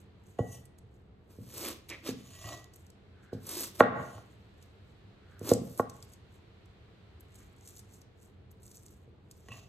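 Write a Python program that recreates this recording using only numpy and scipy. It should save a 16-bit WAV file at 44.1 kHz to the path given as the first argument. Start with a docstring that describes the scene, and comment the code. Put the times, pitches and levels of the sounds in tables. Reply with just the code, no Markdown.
"""A chef's knife cuts red cabbage on a wooden board, close to a phone in a quiet kitchen.
Leaf cells burst in a dense crackle, ribs snap and the waxy skin squeaks. The blade knocks on the
board and rings as it taps and drags over the wood; then a gloved hand gathers the pieces.
The phone's limiter turns down the hardest knock and lets the sound of the room swell back."""
import sys
import numpy as np
from scipy import signal
from scipy.fft import rfft, irfft, next_fast_len
from scipy.io import wavfile
from scipy.ndimage import uniform_filter1d, minimum_filter1d, map_coordinates

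SR = 44100
rng = np.random.default_rng(int(sys.argv[2]) if len(sys.argv) > 2 else 0)


def waveform_to_disk(signal):
    """Save audio, clipped to [-1, 1], as 16-bit WAV at the path in sys.argv[1]."""
    frames = np.transpose(np.atleast_2d(signal))
    scaled = np.clip(frames, -1, 1) * 32767
    samples = np.round(scaled).astype(np.int16)
    wavfile.write(sys.argv[1], SR, samples)


N = 426888
TIME = np.arange(N) / SR
SIZE = next_fast_len(N + SR, real=True)
FREQ = np.maximum(np.arange(SIZE // 2 + 1) * SR / SIZE, 1)

# tone of the quiet room: (frequency [Hz], level [dB])
HUSH_TONE = [(15, -43.5), (25, -19.5), (92, 2.5), (166, -11.5), (200, -5.5), (223, -14.5), (451, -13),
             (575, -22.5), (624, -20), (911, -24.5), (4200, -33), (5400, -45), (8360, -50), (9840, -59.5),
             (12500, -54), (16000, -72.5)]
# slow rise and fall of its hiss: (time [s], gain [dB])
HISS_CHANGES = [(0, -0.5), (1.1, -7.5), (2.8, -0.5), (4.2, 3), (4.7, 2.5), (7.1, 3), (7.7, 2), (8.3, -3),
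                (9.68, -6)]
# moves of the glove among the leaves: (time [s], level [dB], length [s])
GLOVE_MOVES = [(0.0, -62.5, 0.08), (0.294, -65, .2), (0.954, -76.5, 0.25), (2.8, -67, 0.19),
               (3.243, -70.5, 0.095), (4.309, -72.5, 0.39), (4.632, -72, .3), (4.899, -78, 0.28),
               (5.314, -76.5, .2), (5.961, -61.5, 0.14), (6.036, -63.5, 0.15), (6.123, -59.5, 0.093),
               (6.346, -72, .2), (7.389, -60.5, 0.27), (7.681, -52.5, 0.23), (7.77, -55, 0.093),
               (7.94, -57, 0.14), (8.23, -64, 0.17), (8.66, -55.5, 0.13), (8.759, -52, 0.094),
               (8.891, -61.5, 0.3), (9.388, -67.5, .3)]
# tone of the glove's crinkle: (frequency [Hz], level [dB])
GLOVE_TONE = [(1000, -26.5), (2500, -20.5), (4700, -8.5), (6400, -0.5), (8200, 1.5), (10000, -4),
              (12100, -5), (16000, -11)]
# notes at which fibres and folds snap: (pitch [Hz])
FIBRE_PITCHES = [1500, 2600, 4100, 6400, 8200, 11500, 13200]
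# blows on the board: (time [s], level [dB], dull above [Hz], pitch favoured by the spot hit [Hz],
# thump of the table [dB], gain into the room [dB])
BOARD_KNOCKS = [(0.388, -17.5, 624, 740, -11, 3), (0.399, -21.5, 149, 126, 5, -6.5),
                (1.382, -38.5, 405, 192, 23.5, 8.5), (2.086, -23, 374, 273, -3, 4),
                (2.443, -38, 147, 120, 28, 4), (3.326, -27, 540, 377, 15.5, 3),
                (3.345, -33, 259.9, 190.3, 10, 0), (3.8003, -14, 1250, 704, -5.5, 0.5),
                (3.804, 6, 1560, 618, -6, 1.5), (4.152, -42, 168, 120, 37, 0),
                (4.178, -42, 1202, 862, -4, -2), (5.41, -30.5, 470, 392, 19, 6),
                (5.513, -6.5, 575, 518, 4.5, 0), (5.614, -26.5, 248, 197, -8, -3.5),
                (5.7942, -12, 1080, 1090, 2, -3), (9.073, -49, 400, 299, -4, 6.5),
                (9.485, -46, 1390, 1080, 33.5, 10.5)]
# notes at which the board rings: (pitch [Hz], width [Hz], level [dB])
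BOARD_NOTES = [(131, 40, -10.5), (185, 59, -16.5), (256.3, 37, -3), (361.7, 70, -7), (467, 88, 2),
               (593, 60, -8), (675, 56, -4), (798, 21, -10), (828.4, 45, -6.5), (1085, 72, -1),
               (1196, 23, -14), (1347, 52, -8), (1410, 29, -4), (1513, 38, -10.5), (1629.5, 90, -19),
               (1870, 75, -4), (2200, 110, -16), (2750, 260, -12.5), (3600, 600, -9.5)]
# the edge meets bare wood, stuttering at the end: (time [s], level [dB], longest ring time [s])
BLADE_TAPS = [(0.388, -37, 0.73), (2.443, -35.5, 0.43), (2.525, -35, 0.45), (4.177, -50, .2),
              (9.486, -35, 0.048), (9.519, -35, 0.062), (9.542, -41, .05), (9.562, -44, .05),
              (9.582, -45, .05)]
# notes of the steel; a ring time (t60) is a fade of 60 dB: (pitch [Hz], ring time [s], level [dB])
BLADE_NOTES = [(1108, 0.13, 7.5), (1940, 0.77, 6), (2800, 0.063, 1), (3000, 0.16, 0.5), (3180, 0.18, -9),
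               (3460, 0.096, -4), (5240, 0.28, -6.5), (5690, 0.12, -1.5), (6330, .2, -4.5),
               (6486, 0.13, -2), (6600, 0.25, -5.5), (6920, 0.16, 1), (8600, 0.1, 3.5),
               (10763, 0.069, -0.5), (12400, 0.1, -3), (13350, 0.13, -6.5)]
# drags over the wood: (time at full force [s], rise [s], hold [s], fall [s], level [dB],
# gain of the board's rumble [dB], gain of the steel's ring [dB])
BLADE_DRAGS = [(0.524, 0.15, 0.028, 0.1, -67, -21, 16), (2.398, 0.52, .06, 0.047, -54, -9.5, -1.5),
               (2.477, 0.065, 0.062, 0.11, -48, 2, -4.5), (4.022, 0.12, 0.15, .1, -60, 6.5, 0),
               (9.533, 0.12, 0.038, 0.18, -55.5, -3, -10)]
# tone of the edge catching on the grain: (frequency [Hz], level [dB])
GRIT_TONE = [(500, -12), (1100, -1), (1600, 0.5), (3400, 5), (5000, 3), (7000, 5.5), (9000, -8),
             (12000, -6.5), (16000, -8.5)]
# snaps of leaf ribs and ticks of the glove: (time [s], level [dB], pitch [Hz], ring time [s])
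SINGLE_SNAPS = [(0.6546, -49.5, 8800, 0.049), (0.786, -51, 8650, 0.022), (1.58, -31, 11600, 0.014),
                (1.6505, -32, 7030, 0.012), (1.6861, -27, 12000, 0.012), (1.892, -36, 3900, 0.02),
                (1.8998, -34.5, 4850, 0.043), (2.6426, -46.5, 6100, 0.011), (2.737, -49, 5760, 0.043),
                (2.761, -44, 11900, 0.022), (2.8664, -57, 6700, 0.031), (2.9023, -50.5, 6850, 0.019),
                (3.3312, -51.5, 3730, 0.15), (3.468, -34.5, 11600, 0.079), (3.4915, -30, 8500, 0.023),
                (3.578, -33, 8300, 0.015), (3.607, -29.5, 12180, 0.039), (4.6252, -52, 6250, 0.036),
                (5.3937, -46, 8260, 0.017), (5.4915, -24.5, 6000, 0.064), (5.5355, -24.5, 7200, 0.023),
                (5.7764, -39, 11660, 0.051), (5.897, -42.5, 6540, 0.034), (6.026, -40.5, 3970, 0.025),
                (6.135, -47.5, 6947, 0.029), (6.6576, -61, 6450, 0.025), (7.2068, -48.5, 12180, 0.029),
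                (7.355, -46, 8420, 0.042), (7.675, -41, 8280, 0.038), (7.7925, -42.5, 8000, 0.056),
                (8.0165, -50.5, 6480, 0.032), (8.514, -52, 12860, 0.03), (8.6316, -49.5, 8580, 0.032),
                (8.7148, -48, 6210, 0.025), (8.7458, -49.5, 6770, 0.035), (8.8328, -52, 8600, 0.029),
                (8.8624, -48.5, 8100, 0.025), (9.3121, -42.5, 6574, 0.032)]
# pushes through the leaves: (time at full force [s], rise [s], hold [s], fall [s], level [dB],
# gain of the treble [dB], gain of the crunch in the board [dB])
KNIFE_CUTS = [(1.306, .02, .01, 0.09, -70.5, 4, 8), (1.589, 0.17, 0.033, .05, -48, 4, -1.5),
              (1.642, 0.037, .055, 0.077, -40.5, -2, -2.5), (1.905, .012, .005, 0.11, -46, -20, 0.5),
              (2.064, .025, 0.027, 0.051, -36, -9, -7), (3.505, .075, .02, .06, -44.5, 3.5, 0),
              (3.578, 0.076, .062, .075, -43, 5.5, -3), (3.753, .012, .005, 0.043, -55, 3, -5.5),
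              (3.801, .02, .01, .018, -39.5, 1.5, 1.5), (5.454, .05, 0.023, .04, -51.5, 5.5, 5.5),
              (5.495, 0.026, 0.022, 0.052, -42, 4, 3.5), (5.659, .1, .1, .05, -75.5, 17.5, 0),
              (5.791, .02, .008, 0.025, -64, 18.5, 19)]
# tone of breaking leaves, heard through the air: (frequency [Hz], level [dB])
CRACKLE_TONE = [(500, -30), (1300, -6), (2200, 1.5), (4100, 4.5), (5100, 6), (6300, 4.5), (7400, 2.5),
                (8300, 7), (10000, 4), (12300, 3), (14000, 2.5), (16000, -1)]
# tone of breaking leaves, carried by the board: (frequency [Hz], level [dB])
CRUNCH_TONE = [(80, -33.5), (200, -8), (330, 7.5), (450, -2), (560, -1), (760, -12.5), (1120, -7),
               (1500, -17.5), (3000, -43.5)]
# brief pitched rubs: squeaks on leaf skin and, last, the blade's ring as it stutters on the board:
# (middle time [s], half length [s], pitch [Hz], half width [Hz], level [dB])
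PITCHED_RUBS = [(1.927, 0.024, 2200, 420, -43), (3.29, 0.14, 1512, 229, -66.5),
                (5.38, 0.13, 1450, 260, -64.5), (7.413, 0.017, 1590, 498, -66),
                (9.527, 0.0184, 2710, 128, -49)]
# how long the kitchen echoes: (frequency [Hz], ring time [s])
ROOM_RING_TIMES = [(100, .65), (300, .52), (1000, .55), (3000, .5), (8000, .3), (15000, .2)]
# tone of that echo: (frequency [Hz], level [dB])
ROOM_TONE = [(60, -13), (120, -0.5), (200, -3), (330, -14.5), (560, -12.5), (1000, -10), (2000, -7.5),
             (3500, -7), (6000, -11), (14000, -21)]
# how far the left microphone is ahead of the right: (frequency [Hz], phase [radians])
MIC_PHASE = [(100, 0), (400, -.3), (1200, -.1), (2200, .6), (3800, .9), (4500, 1.6), (5200, 3.8),
             (6600, 6.1), (7300, 6.3), (9850, 9.42), (11900, 12.4), (12900, 12.9), (15050, 15.7)]
# how much louder the left microphone is: (frequency [Hz], left minus right [dB])
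MIC_BALANCE = [(100, -.7), (380, -2.3), (700, -2), (1290, -1), (2380, -3), (3800, 0), (4900, -3.5),
               (5900, 2), (6700, 0)]


def undb(db):
    """Turn decibels into a gain."""
    return 10 ** (np.asarray(db) / 20)


def unit(x):
    """Scale a sound to an average (rms) level of 1."""
    return x / np.sqrt(np.mean(x ** 2))


def on_log(points, hz=FREQ):
    """Join points by straight lines on a scale of octaves."""
    f, value = np.transpose(points)
    return np.interp(np.log(hz), np.log(f), value)


def shape(x, response):
    """Filter a sound with one gain for each frequency."""
    return irfft(rfft(x, SIZE) * response, SIZE)[..., :N]


def resonance(hz, width_hz, f=FREQ):
    """Filter for one ringing note, with a gain of 1 at its centre."""
    return 1 / (1 + 1j * (f / hz - hz / f) * hz / width_hz)


def add(track, s, sound):
    """Mix a sound in at s seconds."""
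    start = max(int(s * SR), 0)
    track[start:start + len(sound)] += sound[:N - start]


def swell(s, rise_s, hold_s, fall_s, depth_db=22.5):
    """Gain of one push: up by depth_db over the rise, full at s, held, then down as much over the fall."""
    gain = np.zeros(N)
    span = slice(max(int((s - 3 * rise_s) * SR), 0), int((s + hold_s + 3 * fall_s) * SR))
    away = np.maximum((s - TIME[span]) / rise_s, (TIME[span] - s - hold_s) / fall_s)
    gain[span] = undb(-depth_db * np.maximum(away, 0))
    return gain


def click_sizes(count, spread_db):
    """Random clicks, up or down: many small, a few large."""
    return undb(spread_db * np.minimum(rng.exponential(size=count), 4)) * rng.choice([-1, 1], count)


def bursts(per_s, spread_db, clump_db, clump_hz):
    """Tiny breaks of unequal size that come in clumps."""
    sizes = click_sizes(N, spread_db)
    wander = np.clip(rng.standard_normal(N), -2, 2)
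    clumps = undb(clump_db * np.interp(TIME * clump_hz, np.arange(N), wander))
    return unit((rng.random(N) < per_s / SR) * sizes * clumps)


def diffuse(alike_hz):
    """Stereo noise from all sides: left and right are alike in the bass, unrelated higher up."""
    mid, side = rng.standard_normal((2, N))
    likeness = 1 / (1 + (FREQ / alike_hz) ** 2)
    mid = shape(mid, np.sqrt((1 + likeness) / 2))
    side = shape(side, np.sqrt((1 - likeness) / 2))
    return np.array([mid + side, mid - side])


def hush(level_db=-56.5, hiss_hz=1200, right_db=0.5):
    """The room rumbles softly under a faint, slowly changing hiss."""
    air = undb(level_db) * unit(shape(diffuse(alike_hz=430), undb(on_log(HUSH_TONE))))
    hiss = shape(air, 1 / (1 + (hiss_hz / FREQ) ** 2))
    hiss_gain = undb(np.interp(TIME, *np.transpose(HISS_CHANGES)))
    return (air + hiss * (hiss_gain - 1)) * undb([[0], [right_db]])


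def fibres(tone, per_s, spread_db, width_hz=1500):
    """Fibres and folds give little snaps, per_s a second at each of their pitches."""
    count = int(per_s * N / SR)
    spectrum = 0
    for hz in FIBRE_PITCHES:
        clicks = np.zeros(N)
        clicks[rng.integers(0, N, count)] = click_sizes(count, spread_db)
        spectrum = spectrum + rfft(clicks, SIZE) * resonance(hz, width_hz)
    return unit(irfft(spectrum * undb(on_log(tone)), SIZE)[:N])


def rustling(gain_db=-2, settle_db=-13, rise_share=0.45):
    """The glove and loose leaves crinkle with every move and after every single snap."""
    clicks = bursts(per_s=1000, spread_db=3.2, clump_db=3, clump_hz=70)
    crinkles = unit(shape(clicks, undb(on_log(GLOVE_TONE))))
    crinkles = unit(crinkles + fibres(GLOVE_TONE, per_s=70, spread_db=4))
    moves = sum(undb(db) * swell(s, rise_share * length, 0, (1 - rise_share) * length)
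                for s, db, length in GLOVE_MOVES)
    settling = sum(undb(db + settle_db) * swell(s, rise_s=.01, hold_s=0, fall_s=.015)
                   for s, db, _, _ in SINGLE_SNAPS)
    return undb(gain_db) * (moves + settling) * crinkles


def knocks(travel=.105, thump_hz=71.4, thump_width_hz=85, spot_db=5, spot_octaves=0.15):
    """Blows ring the board, duller when leaves cushion them; gives the near sound and the room's share."""
    near, far = np.zeros(N), np.zeros(N)
    f = np.maximum(np.arange(SR // 2 + 1), 1)
    board = sum(undb(db) * resonance(hz, width, f) for hz, width, db in BOARD_NOTES)
    # waves bend the wood and take travel / sqrt(f) seconds, so low notes arrive late
    board *= np.exp(-4j * np.pi * travel * np.sqrt(f))
    board *= f ** 2 / (f ** 2 + 45 ** 2)  # too small to give off deep bass
    for s, db, contact_hz, spot_hz, thump_db, room_db in BOARD_KNOCKS:
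        contact = 1 / np.sqrt(1 + (f / contact_hz) ** 7)
        spot = undb(spot_db * np.exp(-(np.log2(f / spot_hz) / spot_octaves) ** 2))
        table = undb(thump_db * np.abs(resonance(thump_hz, thump_width_hz, f)))
        blow = np.roll(irfft(board * contact * spot * table), SR // 100)[:SR // 2]  # 10 ms lead-in
        blow *= undb(db) / np.abs(blow).max()
        add(near, s - .01, blow)
        add(far, s - .01, blow * undb(room_db))
    return near, far


def blade_ring(longest_t60, overtones=50, overtone_db=-10, overtone_t60=0.09):
    """Struck steel rings with clear notes over many short, weak ones; contact cuts long rings short."""
    t = TIME[:SR // 2]
    crowd = [(hz, overtone_t60, overtone_db) for hz in rng.uniform(1900, 12000, overtones)]
    ring = np.zeros(len(t))
    for hz, t60, db in list(BLADE_NOTES) + crowd:
        t60 = min(t60, longest_t60)
        age = t[t < t60]
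        add(ring, 0, np.sin(2 * np.pi * hz * age) * undb(db - 60 * age / t60))
    return ring


def taps(soft_hz=2200):
    """The edge touches down and the blade rings; the wood softens its highest notes."""
    out = np.zeros(N)
    softening = 1 / (1 + 1j * np.arange(SR // 2 + 1) / soft_hz)
    for s, db, t60 in BLADE_TAPS:
        ring = irfft(rfft(blade_ring(t60), SR) * softening)
        add(out, s, undb(db) * ring / np.abs(ring).max())
    return out


def waver(x, depth, per_s):
    """Let the pitch of a ringing sound wander a little."""
    drift = np.interp(TIME * per_s, np.arange(N), rng.standard_normal(N))
    return map_coordinates(x, [np.cumsum(1 + depth * drift)], order=3, mode="mirror")


def dragging(steel_db=-3, grit_db=-3, wood_db=-2, bright_hz=3400):
    """The edge catches on the grain of the wood, which rings the blade and rumbles in the board."""
    catches = bursts(per_s=3000, spread_db=2.5, clump_db=2.5, clump_hz=110)
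    grit = unit(shape(catches, undb(on_log(GRIT_TONE))))
    wood_notes = resonance(655, 167) ** 2 + .5 * resonance(1106, 270) ** 2
    wood_notes += .57 * resonance(320, 153) ** 2
    wood = unit(shape(catches, wood_notes))
    pressed_blade = rfft(blade_ring(longest_t60=.2), SIZE)
    # such tiny catches favour the blade's higher notes
    steel = unit(shape(catches, pressed_blade / (1 + (bright_hz / FREQ) ** 2)))
    steel = waver(steel, depth=.003, per_s=30)  # the notes shift as the contact moves along the edge
    out = np.zeros(N)
    for s, rise_s, hold_s, fall_s, db, rumble_db, ring_db in BLADE_DRAGS:
        scrape = grit * undb(grit_db) + steel * undb(ring_db + steel_db)
        scrape += wood * undb(rumble_db + wood_db)
        out += undb(db) * swell(s, rise_s, hold_s, fall_s) * scrape
    return out


def snaps(gain_db=3, width_hz=3200, crack_db=4, crack_s=.0012):
    """A rib or a fold gives way: a sharp crack, then a short noise with a pitch of its own."""
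    out, t = np.zeros(N), TIME[:SR // 20]
    f = np.linspace(1, SR / 2, len(t) // 2 + 1)
    for s, db, hz, t60 in SINGLE_SNAPS:
        noise = rfft(rng.standard_normal(len(t)))
        tone = resonance(hz, width_hz, f) * undb(on_log(CRACKLE_TONE, f))
        fade = undb(crack_db * np.exp(-t / crack_s) - 60 * t / t60)
        snap = irfft(noise * tone, len(t)) * fade
        add(out, s, undb(db + gain_db) * snap / np.abs(snap).max())
    return out


def cutting(treble_hz=5000):
    """Cells burst and fibres snap under the edge: bright crackle in the air, dull crunch in the board."""
    cells = bursts(per_s=2000, spread_db=1, clump_db=2, clump_hz=170)
    crackle = unit(shape(cells, undb(on_log(CRACKLE_TONE))))
    crackle = unit(crackle + .7 * fibres(CRACKLE_TONE, per_s=140, spread_db=3))
    crunch = unit(shape(cells, undb(on_log(CRUNCH_TONE))))
    treble = shape(crackle, 1 / (1 + (treble_hz / FREQ) ** 4))
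    out = np.zeros(N)
    for s, rise_s, hold_s, fall_s, db, treble_db, crunch_db in KNIFE_CUTS:
        bright = crackle + (undb(treble_db) - 1) * treble
        out += undb(db) * swell(s, rise_s, hold_s, fall_s) * (bright + undb(crunch_db) * crunch)
    return out


def rubs():
    """Quick catches sound one brief pitch: a squeak on leaf skin, or the blade ringing as it stutters."""
    catches = bursts(per_s=1500, spread_db=1.5, clump_db=2, clump_hz=120)
    out, f = np.zeros(N), np.linspace(1, SR / 2, SR + 1)
    for s, half_s, hz, half_width_hz, db in PITCHED_RUBS:
        span = slice(int((s - 3 * half_s) * SR), int((s + 3 * half_s) * SR))
        tone = resonance(hz, 2 * half_width_hz, f) ** 2
        rub = irfft(rfft(catches[span], 2 * SR) * tone)[:len(catches[span])]
        fade = np.exp(-((TIME[span] - s) / half_s) ** 2)
        out[span] += undb(db) * fade * unit(rub)
    return out


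def microphones(x):
    """Near sound reaches the two microphones at slightly different times and levels."""
    half = undb(on_log(MIC_BALANCE) / 2) * np.exp(.5j * on_log(MIC_PHASE))
    return shape(x, np.array([half, 1 / half]))


def kitchen(x, echo_s=0.016, echo_db=-13, echo_hz=700, build_s=0.014):
    """The room answers with one dull echo, then a wash of echoes whose treble dies first."""
    t = TIME[:2 * SR // 3]
    noise = rfft(diffuse(alike_hz=505.7)[:, :len(t)])
    f = np.linspace(1, SR / 2, noise.shape[1])
    band_hz, ring_times = np.transpose(ROOM_RING_TIMES)
    tail = 0
    for band, t60 in zip(np.eye(len(band_hz)), ring_times):
        weight = np.interp(np.log(f), np.log(band_hz), band) * undb(on_log(ROOM_TONE, f))
        fade = undb(-60 * t / t60) * (1 - np.exp(-(t / build_s) ** 2))
        tail = tail + irfft(noise * weight, len(t)) * fade / np.linalg.norm(fade)
    echo = undb(echo_db) * np.exp(-2j * np.pi * FREQ * echo_s) / (1 + (FREQ / echo_hz) ** 2)
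    return shape(x, rfft(tail, SIZE) - echo)


def limiter(x, ceiling_db=-1, hold_s=0.1, release_db_per_s=85):
    """Turn the sound down just before a loud peak, wait, then bring it back at a steady rate."""
    ahead = SR // 400
    over_db = np.maximum(20 * np.log10(np.abs(x).max(axis=0) + 1e-9) - ceiling_db, 0)
    hold = 2 * int(hold_s * SR / 2) + 1
    held_db = -minimum_filter1d(-over_db, hold, origin=hold // 2)
    recovery_db = release_db_per_s * TIME
    cut_db = np.maximum.accumulate(held_db + recovery_db) - recovery_db
    return x * undb(-uniform_filter1d(np.roll(cut_db, -ahead), 2 * ahead))


def scene():
    """Board, leaves and steel, heard close up and through the room."""
    wood_near, wood_far = knocks()
    crisp = cutting() + dragging() + rustling() + snaps() + rubs()
    return microphones(wood_near + taps() + crisp) + kitchen(wood_far + crisp) + hush()


def record(dry):
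    """The phone holds down peaks and cuts the highest treble."""
    treble_cut = signal.ellip(10, .2, 70, 15950, fs=SR, output="sos")
    return signal.sosfilt(treble_cut, limiter(dry))


dry = scene()
out = record(dry)
waveform_to_disk(out)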